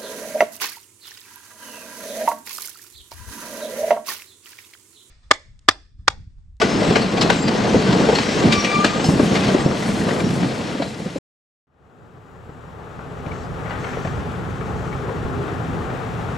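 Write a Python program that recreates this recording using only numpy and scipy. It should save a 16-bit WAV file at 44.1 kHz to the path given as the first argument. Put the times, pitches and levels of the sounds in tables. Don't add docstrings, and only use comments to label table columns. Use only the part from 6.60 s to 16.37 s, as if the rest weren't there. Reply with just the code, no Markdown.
import sys
import numpy as np
from scipy import signal
from scipy.fft import rfft, irfft, next_fast_len
from scipy.io import wavfile
from scipy.ndimage import uniform_filter1d

SR = 44100
rng = np.random.default_rng(int(sys.argv[2]) if len(sys.argv) > 2 else 0)


def pcm_store(signal):
    levels = np.round(np.clip(np.atleast_2d(signal), -1, 1) * 32767)
    wavfile.write(sys.argv[1], SR, levels.astype(np.int16).T)


N = 430857
T = np.arange(N) / SR
HZ = np.maximum(np.fft.rfftfreq(N, 1 / SR), 1)
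RECEDE_S, CUT_S, RESUME_S = 2.66, 4.587, 5.07
LEAD_S = .03

# pitch in Hz, relative level in dB.
WHEEL_MODES = [(1560, -1), (1980, -2.5), (2650, -5), (3050, 4), (3560, -3), (4050, 1), (4400, 2.5),
               (4820, -3), (5270, -4.5), (5620, 2), (6050, -5), (6450, 4.5), (7100, -15.5), (7600, 4.5),
               (7950, -1.5), (8400, -8.5), (9350, -18.5)]
# time in seconds, relative level in dB.
GRIND_LEVELS = [(0.0, -26.5), (0.16, -29.5), (0.3, -26), (0.5, -31.5), (0.75, -27), (0.82, -32),
                (0.95, -29), (1.17, -28.5), (1.4, -26.5), (1.82, -26.5), (2.01, -26.5), (2.54, -31),
                (2.91, -27), (3.05, -33.5), (3.49, -32.5), (4.11, -35), (4.26, -38), (4.38, -40.5)]
# frequency in Hz, relative level in dB.
CLANK_COLOUR = [(150, -11.5), (450, 13), (1000, 6), (2200, 3), (4300, 0.5), (5500, -6), (8000, -14.5),
                (10500, -32), (15000, -46)]


def undb(db):
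    return 10 ** (np.asarray(db) / 20)


def unit(x):
    return x / np.sqrt(np.mean(x ** 2))


def curves(table):
    times, *columns = np.transpose(table)
    return [np.interp(T, times, column) for column in columns]


def arch(middle_s, length_s):
    return np.maximum(1 - (2 * (T - middle_s) / length_s) ** 2, 0)


def walk(rate, count=N):
    step = max(int(SR / rate), 2)
    held = np.repeat(rng.standard_normal(count // step + 2), step)
    return 1.18 * uniform_filter1d(held, step)[:count]


def shape(points, hz=HZ):
    points_hz, db = np.transpose(points)
    return undb(np.interp(np.log(hz), np.log(points_hz), db))


def humps(modes):
    return undb(sum(db / (1 + (2 * (HZ - hz) / width_hz) ** 2) for hz, width_hz, db in modes))


def crowded_modes(hz, depth_db, count=500):
    return undb(depth_db * np.interp(hz, np.linspace(0, SR / 2, count), rng.standard_normal(count)))


def below(edge_hz, order=8):
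    return 1 / np.sqrt(1 + (HZ / edge_hz) ** order)


def above(edge_hz):
    return np.sqrt(1 - below(edge_hz) ** 2)


def filtered(x, gain):
    size = next_fast_len(N, True)
    gain = np.interp(np.fft.rfftfreq(size, 1 / SR), HZ, gain)
    return irfft(rfft(x, size) * gain, size)[..., :N]


def add(track, s, sound):
    start = min(int(s * SR), N - 1)
    part = sound[..., max(-start, 0):N - start]
    start = max(start, 0)
    track[:, start:start + part.shape[-1]] += part


def place(sound, lean, width):
    direct, scattered = sound
    pan = (shape(lean) - 1) / (shape(lean) + 1)
    diffuse = np.sqrt(np.maximum(shape(width) ** 2 - pan ** 2, .001))
    side = filtered(direct, pan) + filtered(scattered, diffuse)
    return np.array([direct + side, direct - side])


def rough_noise(gain, rate, rough_db):
    bursts = rng.standard_normal((2, N)) * undb(rough_db * walk(rate))
    return unit(filtered(bursts, gain))


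def sing(hz, length_s, jitter, flutter_db=4.5, glide=0, count=22050):
    size = int(np.clip(length_s * SR, 200, count))
    bend = 1 + glide * np.linspace(-.5, .5, size) + jitter * walk(350, count)[:size]
    phase = 2 * np.pi * np.cumsum(hz * bend) / SR
    swell = np.sqrt(np.hanning(size)) * undb(flutter_db * walk(80, count)[:size])
    return swell * np.array([np.sin(phase), np.cos(phase)])


def clank(colour, treble_db, length_s, tail_db, tail_t60,
          bite_hz=2000, bite_db=0, scrape_db=-15, chatter_db=1.5, count=16384):
    t = np.arange(count) / SR - LEAD_S
    hz = np.maximum(np.fft.rfftfreq(count, 1 / SR), 1)
    blow = np.exp(-(t / max(length_s, .002)) ** 2) * undb(chatter_db * walk(602, count))
    ring = undb(tail_db - 60 * np.abs(t) / tail_t60 + chatter_db * walk(120, count))
    scrape = undb(scrape_db) * np.exp(-np.abs(t) / .008)
    attack = np.clip(t / max(length_s / 4, .0015), 0, 1)
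    force = (attack * (blow + ring) + scrape) * rng.standard_normal((2, count))
    bite = bite_db / (1 + ((hz - bite_hz) / 400) ** 2)
    gain = shape(colour, hz) * undb(treble_db * hz / (hz + 3000) + bite)
    gain *= crowded_modes(hz, depth_db=4.5, count=300)
    return irfft(rfft(force) * unit(gain))


def insects(chirp_hz=6840, chirps_per_s=3.2, swell_s=0.76):
    throb = np.cos(np.pi * chirps_per_s * (T - 5.7)) ** 2
    chirp = throb * rough_noise(np.exp(-((HZ - chirp_hz) / 90) ** 2), rate=60, rough_db=0)
    chorus = rough_noise(np.exp(-((HZ - 7600) / 500) ** 2), rate=7, rough_db=2.5)
    air = rough_noise(below(12000, order=2), rate=60, rough_db=0)
    fade_in = np.clip((T - RESUME_S) / swell_s, 0, 1)
    return (undb(-75) * chirp + undb(-76) * chorus + undb(-74) * air) * fade_in


def far_scrapes(width_hz=110):
    # middle in seconds, length in seconds, level in dB.
    scrapes = [(6.78, 0.27, -57), (7.27, 0.2, -52.5), (7.46, 0.36, -53), (8.148, 0.6, -57.5)]
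    wheel = sum(undb(db) / (1 + (2 * (HZ - hz) / width_hz) ** 2) for hz, db in WHEEL_MODES)
    swell = sum(undb(db) * arch(s, length_s) for s, length_s, db in scrapes)
    return swell * rough_noise(wheel * above(4700) * below(7000), rate=29, rough_db=3.0)


def far_joints(gain_db=-12.0):
    # time in seconds, relative level in dB, treble boost in dB.
    strikes = [(5.888, -41, -36), (6.185, -39, 4), (6.39, -27, -26), (6.662, -26.5, 5), (6.716, -28.5, 16),
               (7.057, -21, 0), (7.096, -29, 26), (7.107, -19, 8), (7.124, -23, 10), (7.153, -28, 8),
               (7.243, -21.5, 13), (7.267, -22.5, 8), (7.288, -24.5, 9), (7.333, -22.5, 6), (7.368, -26, 3),
               (7.449, -19.5, -12), (7.473, -24, 10), (8.01, -26, 0), (8.326, -25.5, 3), (8.49, -22, -30),
               (8.879, -20.5, -5), (9.3, -25, 1)]
    # frequency in Hz, relative level in dB.
    colour = [(150, -6), (450, 15), (1400, 18), (2400, 9), (4000, -6.5), (8000, -24), (15000, -76)]
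    out = np.zeros((2, N))
    for s, db, treble_db in strikes:
        blow = clank(colour, treble_db, length_s=0.0058, tail_db=-3.0, tail_t60=0.35)
        add(out, s - LEAD_S, undb(db + gain_db) * blow)
    return out


def drone(gain_db=-0.5):
    # middle and length in seconds, pitch in Hz, relative level in dB,
    # then wobble and rise as shares of the pitch.
    notes = [(8.85, 0.8, 256, -34, 0.085, 0), (8.5, 0.2, 440, -29.5, 0.13, 0),
             (8.84, 0.45, 400, -31, 0.0386, 0), (8.95, 0.9, 310, -34.5, 0.15, 0),
             (8.1, 0.38, 790, -41, 0.052, 0.0018), (9.33, 0.48, 435, -36, 0.12, 0.016),
             (9.38, 0.83, 740, -36.5, 0.119, 0.029)]
    out = np.zeros((2, N))
    for s, length_s, hz, db, jitter, glide in notes:
        tone = sing(hz, length_s, jitter, flutter_db=4.0, glide=glide, count=SR)
        add(out, s - length_s / 2, undb(db + gain_db) * tone)
    return out


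def locomotive():
    # time in seconds, then relative levels of rumble, roar and hiss in dB.
    approach = [(5.3, -52.5, -54.5, -66.5), (5.39, -48, -52, -64), (6.37, -38, -39.5, -51),
                (6.64, -33.5, -38, -48), (6.66, -32.5, -35, -45), (6.91, -30.5, -36, -46.5),
                (7.25, -30.5, -32.5, -40.5), (7.81, -29, -34, -43.5), (8.92, -29.5, -31.5, -42),
                (9.77, -29.5, -32.5, -41.5)]
    # middle in seconds, length in seconds, rise in dB.
    heaves = [(7.56, 0.33, 2), (8.234, 0.28, 2.5), (8.66, 0.2, 2), (9.151, 0.14, 2.5)]
    # frequency in Hz, relative level in dB.
    colour = [(15, -46), (25, -16), (69, 0.5), (129, 3.5), (221, -7), (253, -2.5), (289, -10.5), (433, -7),
              (631, -12.5), (761, -11), (970, -17.5), (1410, -12.5), (4620, -36.5), (7700, -39),
              (10500, -48), (15500, -54)]
    # frequency in Hz, width in Hz, boost in dB.
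    resonances = [(173, 30, 4), (443, 56, 3), (855, 75, 2.5), (1140, 480, 4.5), (1740, 410, 1.5),
                  (2150, 370, -2.5), (3680, 1800, 2.5), (5770, 200, 3.5), (7100, 220, 4), (8500, 200, 1)]
    rumble_db, roar_db, hiss_db = curves(approach)
    rumble_db += sum(db * arch(s, length_s) for s, length_s, db in heaves)
    body = shape(colour) * humps(resonances)
    rumble = undb(rumble_db + 0.4) * rough_noise(body * below(410), rate=30, rough_db=0.9)
    roar = undb(roar_db - 0.63) * rough_noise(body * above(342) * below(1330), rate=60, rough_db=0.8)
    hiss = undb(hiss_db + 0.53) * rough_noise(body * above(1720), rate=77, rough_db=0.57)
    return rumble + roar + hiss


def fine_hiss():
    # start in seconds, rise time in seconds, top level in dB, fall in dB per second.
    hisses = [(2.42, 0.047, -39, 20.5), (3.1, 0.21, -44.5, 8)]
    # frequency in Hz, relative level in dB.
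    colour = [(6000, 9), (9200, -2), (11000, -10.5), (13200, -19), (15500, -33.5)]
    swell = np.zeros(N)
    for s, rise_s, db, fall in hisses:
        swell += np.clip((T - s) / rise_s, 0, 1) * undb(db - fall * np.maximum(T - s - rise_s, 0))
    return swell * rough_noise(shape(colour) * above(7800), rate=49, rough_db=2.3)


def grit(per_s=45, gain_db=-5):
    out, grind_db = np.zeros((2, N)), curves(GRIND_LEVELS)[0]
    for when, softness, dullness in rng.random((int(per_s * CUT_S), 3)):
        s = when * CUT_S
        db = grind_db[int(s * SR)] + gain_db - 3.0 * np.log(.1 + .9 * softness)
        tick = clank(CLANK_COLOUR, -8 * dullness, 0.0055, tail_db=-10.5, tail_t60=.06, count=4096)
        add(out, s - LEAD_S, undb(db) * tick)
    return out


def rattle(per_s=55, gain_db=-7, spread_db=3, low_hz=1300, high_hz=3400):
    # middle in seconds, length in seconds, relative level in dB.
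    bouts = [(2.819, 0.13, -18), (3.008, 0.095, -20.5), (3.309, 0.32, -24), (3.541, 0.14, -20.5),
             (4.017, 0.43, -27.5)]
    out = np.zeros((2, N))
    for middle_s, length_s, db in bouts:
        ticks = int(per_s * length_s)
        for k, (late, size, pitch) in enumerate(rng.random((ticks, 3))):
            s = middle_s + length_s * ((k + late) / ticks - .5)
            tick = clank(CLANK_COLOUR, -11.0, length_s=0.003, tail_db=-9.5, tail_t60=0.095,
                         bite_hz=low_hz * (high_hz / low_hz) ** pitch, bite_db=9.0, count=4096)
            add(out, s - LEAD_S, undb(db + gain_db + spread_db * (2 * size - 1)) * tick)
    return out


def squeaks(per_s=110, gain_db=-20, detune=0.11, fall_db_per_s=3):
    out, grind_db = np.zeros((2, N)), curves(GRIND_LEVELS)[0]
    for when, pick, softness, stretch, offset in rng.random((int(per_s * CUT_S), 5)):
        s = when * CUT_S
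        hz, db = WHEEL_MODES[int(pick * len(WHEEL_MODES))]
        db -= 4 * abs(np.log2(hz / 4000))
        db -= fall_db_per_s * max(s - RECEDE_S, 0)
        db += gain_db + grind_db[int(s * SR)] - 1.5 * np.log(.1 + .9 * softness)
        tone = sing(hz * (1 + detune * (offset - .5)), 0.05 + 0.2 * stretch, jitter=0.0085, count=8192)
        add(out, s, undb(db) * tone)
    return out


def singing_wheels(gain_db=-4):
    # middle in seconds, length in seconds, pitch in Hz, relative level in dB.
    notes = [(0.17, 0.23, 5150, -32), (0.813, 0.18, 7500, -39), (0.846, 0.1, 4820, -31),
             (1.28, 0.077, 1525, -24.5), (1.693, 0.18, 5660, -35), (2.005, 0.13, 5680, -26.5),
             (2.47, .05, 7450, -35), (2.459, 0.05, 4360, -29), (3.08, 0.089, 5540, -39),
             (3.658, 0.098, 5600, -34), (6.719, 0.014, 2260, -30.5), (6.76, 0.12, 6540, -56),
             (6.85, 0.09, 4900, -54), (7.106, 0.04, 4600, -47), (7.35, 0.3, 5830, -54)]
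    out = np.zeros((2, N))
    for s, length_s, hz, db in notes:
        tone = sing(hz, length_s, jitter=.005, flutter_db=3.5)
        add(out, s - length_s / 2, undb(db + gain_db) * tone)
    return out


def squeal(jitter=.008, flutter_db=2.5, edge_s=0.057):
    # time in seconds, pitch in Hz, level of the lowest tone in dB, of the next one in dB.
    course = [(1.9, 1186, -34.5, -32.5), (1.94, 1171, -27.5, -27), (1.99, 1165, -23, -29.5),
              (2.05, 1180, -35, -37), (2.1, 1178, -31, -27.5), (2.145, 1183, -22.5, -24),
              (2.235, 1195, -23, -37.5), (2.28, 1209, -29.5, -34), (2.35, 1218, -30.5, -45),
              (2.4, 1230, -36, -52)]
    # multiple of the pitch, relative level in dB.
    overtones = [(2, 12.5), (3, 0), (4, -0.5), (5, -16.5), (6, -12), (7, -12.5)]
    hz, lowest_db, upper_db = curves(course)
    phase = 2 * np.pi * np.cumsum(hz * (1 + jitter * walk(400))) / SR
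    tone = undb(lowest_db + flutter_db * walk(90)) * np.exp(1j * phase)
    for multiple, db in overtones:
        level_db = upper_db + db - overtones[0][1] + flutter_db * walk(90)
        tone += undb(level_db) * np.exp(1j * multiple * phase)
    grip = np.clip(1 + np.minimum(T - course[0][0], course[-1][0] - T) / edge_s, 0, 1)
    return np.array([tone.real, tone.imag]) * grip


def coach_levels(leave_s=4.085, drop_length_s=0.24):
    # middle in seconds, length in seconds, rumble rise in dB, roar rise in dB.
    surges = [(0.26, 0.43, 6.5, 4.5), (0.624, 0.23, 5, 5.5), (1.082, 0.49, 5.5, 5), (1.41, 0.39, 4.5, 6.5),
              (1.858, 0.21, 7.5, 6.5), (2.557, 0.29, 6.5, 1), (2.748, 0.15, 4, 4.5),
              (2.964, 0.46, 4.5, 3.5), (3.36, 0.42, 3.5, 1), (3.547, 0.26, 1, 5.5), (3.746, 0.39, 6, 1)]
    gone_s = np.maximum(T - RECEDE_S, 0)
    drop_db = 6 * np.clip((T - leave_s) / drop_length_s, 0, 1)
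    rumble_db = -23.5 - 1.74 * gone_s - drop_db
    roar_db = -27 - 2.5 * gone_s - drop_db
    for s, length_s, rumble_rise_db, roar_rise_db in surges:
        rumble_db += rumble_rise_db * arch(s, length_s)
        roar_db += roar_rise_db * arch(s, length_s)
    return rumble_db, roar_db


def coach(deepen_s=3.1, deep_hz=135):
    # frequency in Hz, relative level in dB.
    colour = [(15, -63), (25, -25.5), (198, 0), (340, -5.5), (433, -7), (1050, -16.5), (1200, -17.5),
              (1300, -19.5), (2010, -17), (2170, -20.5), (2420, -18), (4490, -22), (7700, -32),
              (13200, -56), (15500, -75)]
    # frequency in Hz, width in Hz, boost in dB.
    resonances = [(187, 41, 1.5), (446, 63, 4), (706, 150, 2), (1910, 350, 0.5), (4030, 900, 0.5),
                  (5400, 180, 3), (8000, 800, 0.5)]
    rumble_db, roar_db = coach_levels()
    grind_db = curves(GRIND_LEVELS)[0] - 1.5
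    body = shape(colour) * humps(resonances)
    away = np.clip((T - deepen_s) / 0.69, 0, 1)
    near = rough_noise(body * below(330), rate=45, rough_db=2.5)
    deep = rough_noise(body * below(340) * humps([(deep_hz, 70, 6)]), rate=50, rough_db=2.0)
    rumble = undb(rumble_db) * (np.sqrt(1 - away) * near + np.sqrt(away) * deep)
    roar = undb(roar_db) * rough_noise(body * above(330) * below(1500), rate=70, rough_db=0.96)
    steel = body * above(1100) * crowded_modes(HZ, depth_db=2.0)
    grind = undb(grind_db) * rough_noise(steel, rate=140, rough_db=1.0)
    return rumble + roar + grind


def wheel_ring(main_hz, t60=.32, others_db=-14, rise_s=0.002, count=8192):
    t = np.arange(count) / SR
    hz, db = np.transpose(WHEEL_MODES)
    luck, detune = rng.standard_normal((2, len(hz)))
    db = db + others_db + 3 * luck - 5 * np.maximum(np.log2(hz / 4000), 0)
    wobbly_time = np.cumsum(1 + .009 * walk(500, count)) / SR
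    others = undb(db) @ np.exp(2j * np.pi * np.outer(hz * (1 + 0.024 * detune), wobbly_time))
    main = np.exp(2j * np.pi * main_hz * wobbly_time) * undb(3 * walk(120, count))
    ring = (main + others) * undb(-60 * t / t60) * np.minimum(t / rise_s, 1)
    return np.array([ring.imag, ring.real])


def near_joints(gain_db=-9.5):
    # time in seconds, relative level in dB, treble boost in dB, length of the blow in
    # seconds, ring pitch in Hz, ring level in dB.
    strikes = [(0.015, -5, -1, 0.012, 1990, -31.5), (0.355, -6, -11.5, 0.015, 3040, -29),
               (0.415, -19, 5, 0.009, 4430, -33.5), (0.57, -16, 3, 0.022, 4500, -44.5),
               (0.6097, -8, 16.5, 0.02, 4160, -30), (0.699, -4.5, 4, 0.009, 4000, -30.5),
               (0.878, -12.5, 2, 0.012, 4860, -39), (1.323, -16.5, 9, 0.014, 4400, -36),
               (1.551, -11, 9, 0.0086, 4300, -28.5), (1.583, -11, 0, 0.01, 4270, -32.5),
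               (1.921, -8.5, 15, 0.02, 2420, -31.5), (2.044, -11, 9.5, 0.012, 2400, -31),
               (2.244, -5, 10, 0.0075, 2380, -34), (2.393, -14.5, -20.5, 0.017, 3560, -39.5),
               (2.4416, -14.5, -2.5, 0.012, 5240, -28), (2.593, -10, -42.5, 0.011, 2000, -46.5),
               (2.75, -13.5, -2, 0.028, 2190, -36), (2.878, -18, 0, 0.01, 3050, -46),
               (2.942, -10, -32, 0.0065, 2650, -43.5), (2.992, -28, -19, 0.014, 1210, -32),
               (3.111, -13.5, -34, 0.01, 1200, -43), (3.224, -19.5, -16, 0.012, 1980, -36.5),
               (3.485, -17.5, -16.5, 0.022, 3050, -41), (3.597, -26.5, -6, 0.014, 1560, -46),
               (3.828, -13.5, -27, 0.006, 3050, -50), (4.218, -17.5, -9, 0.017, 4070, -36)]
    out = np.zeros((2, N))
    for s, db, treble_db, length_s, ring_hz, ring_db in strikes:
        bite_db = max(17 + .6 * (ring_db - db), 0)
        blow = clank(CLANK_COLOUR, treble_db, length_s, tail_db=-7.0, tail_t60=0.31,
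                     bite_hz=ring_hz, bite_db=bite_db)
        add(out, s - LEAD_S, undb(db + gain_db) * blow)
        add(out, s, undb(ring_db) * wheel_ring(ring_hz))
    return out


def axle_blows(gap_s=.338, gap_growth=.0048):
    # time of the first axle in seconds, pitch in Hz, each axle's relative level in dB.
    crossings = [(0.019, 440, -7, -8.5, -22), (0.303, 211, -4.5, -7, -11), (1.139, 436, -4.5, -2.5, -20.5),
                 (2.184, 203, -6.5, -8.5, -4), (2.243, 287, -7, -4, -4.5), (3.838, 288, -10.5, -11, -15.5)]
    blows = []
    for s, hz, *axles_db in crossings:
        for db in axles_db:
            blows.append((s, db, hz))
            s += gap_s + gap_growth * s
    return blows


def thumps(gain_db=-3.5, scatter_db=-14, octave_db=-13, knock_db=-17):
    # time in seconds, relative level in dB, pitch in Hz.
    single_thumps = [(0.212, -8, 251), (0.697, -12.5, 477), (1.329, -8, 199), (1.397, -8, 204),
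                     (1.523, -9.5, 480), (1.833, -4.5, 296), (2.483, -1, 174), (2.627, -6, 205),
                     (3.055, -1.5, 168), (3.667, -14, 158), (4.145, -12.5, 245), (4.394, -17, 170),
                     (4.455, -16, 200), (5.888, -25.5, 148), (6.383, -23, 130), (6.664, -17, 145),
                     (7.365, -20.5, 460), (7.446, -11, 137), (7.535, -19, 139), (8.646, -14, 99),
                     (9.127, -17, 125)]
    # frequency in Hz, relative level in dB.
    planks = [(120, -29.5), (350, -1), (600, -0.5), (900, -14), (1500, -27.5), (4000, -32.5), (12000, -67)]
    out, t = np.zeros((2, N)), np.arange(SR // 12) / SR
    blows = axle_blows() + list(single_thumps)
    phases = 2 * np.pi * rng.random((len(blows), 2, 2, 1))
    for (s, db, hz), phase in zip(blows, phases):
        age = t / 0.0041 * np.sqrt(200 / hz)
        push = age ** 2 * np.exp(2 - 2 * age)
        angle = 2 * np.pi * hz * t
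        swing = np.sin(angle + phase[0]) + undb(octave_db) * np.sin(2 * angle + phase[1])
        add(out, s + .003, undb(db + gain_db) * push * swing * undb([[0], [scatter_db]]))
        knock = clank(planks, 0, length_s=0.014, tail_db=-6, tail_t60=0.29, scrape_db=-18.0)
        hardness = min(hz / 220, 1.5)
        add(out, s + .004 - LEAD_S, undb(db + knock_db) * hardness * knock)
    return out


def scene(fade_s=0.3):
    # frequency in Hz, left minus right in dB.
    coach_lean = [(60, -2.5), (110, -0.5), (200, -0.5), (380, 0.5), (700, 4.5), (1290, 8.5), (2380, 5.5),
                  (4400, 2), (8120, 1.5), (15000, 2)]
    engine_lean = [(60, -2.5), (110, -1), (200, 0.5), (380, 1), (700, 6), (1290, 11.5), (2380, 10.5),
                   (4400, 0.5), (8120, 0.0), (15000, 0.5)]
    # frequency in Hz, side minus middle in dB.
    coach_width = [(60, -8), (110, -13), (200, -14.5), (380, -11.5), (700, -4.5), (1290, -2), (2380, -5.5),
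                   (4400, -12.5), (8120, -9), (15000, -3.5)]
    engine_width = [(60, -4), (110, -11.5), (200, -6.5), (380, -9.5), (700, -3.5), (1290, -2.5), (2380, -2),
                    (4400, -8.5), (8120, -9), (15000, -7)]
    running_gear = thumps() + near_joints() + far_joints() + singing_wheels()
    close = coach() + fine_hiss() + grit() + rattle() + squeal() + squeaks() + running_gear
    distant = locomotive() + far_scrapes() + drone() + insects() + running_gear
    stop = np.clip((CUT_S - T) / 0.0029, 0, 1)
    fade_in = (T > RESUME_S) * undb(-20 * np.clip(1 - (T - RESUME_S) / fade_s, 0, 1) ** 2.4)
    first = place(close, coach_lean, coach_width) * stop
    second = place(distant, engine_lean, engine_width) * fade_in
    return first + second


def record(dry, top_hz=15700):
    low_pass = signal.ellip(10, .1, 80, top_hz, fs=SR, output="sos")
    return signal.sosfilt(low_pass, np.clip(dry, -1, 1))


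dry = scene()
out = record(dry)
pcm_store(out)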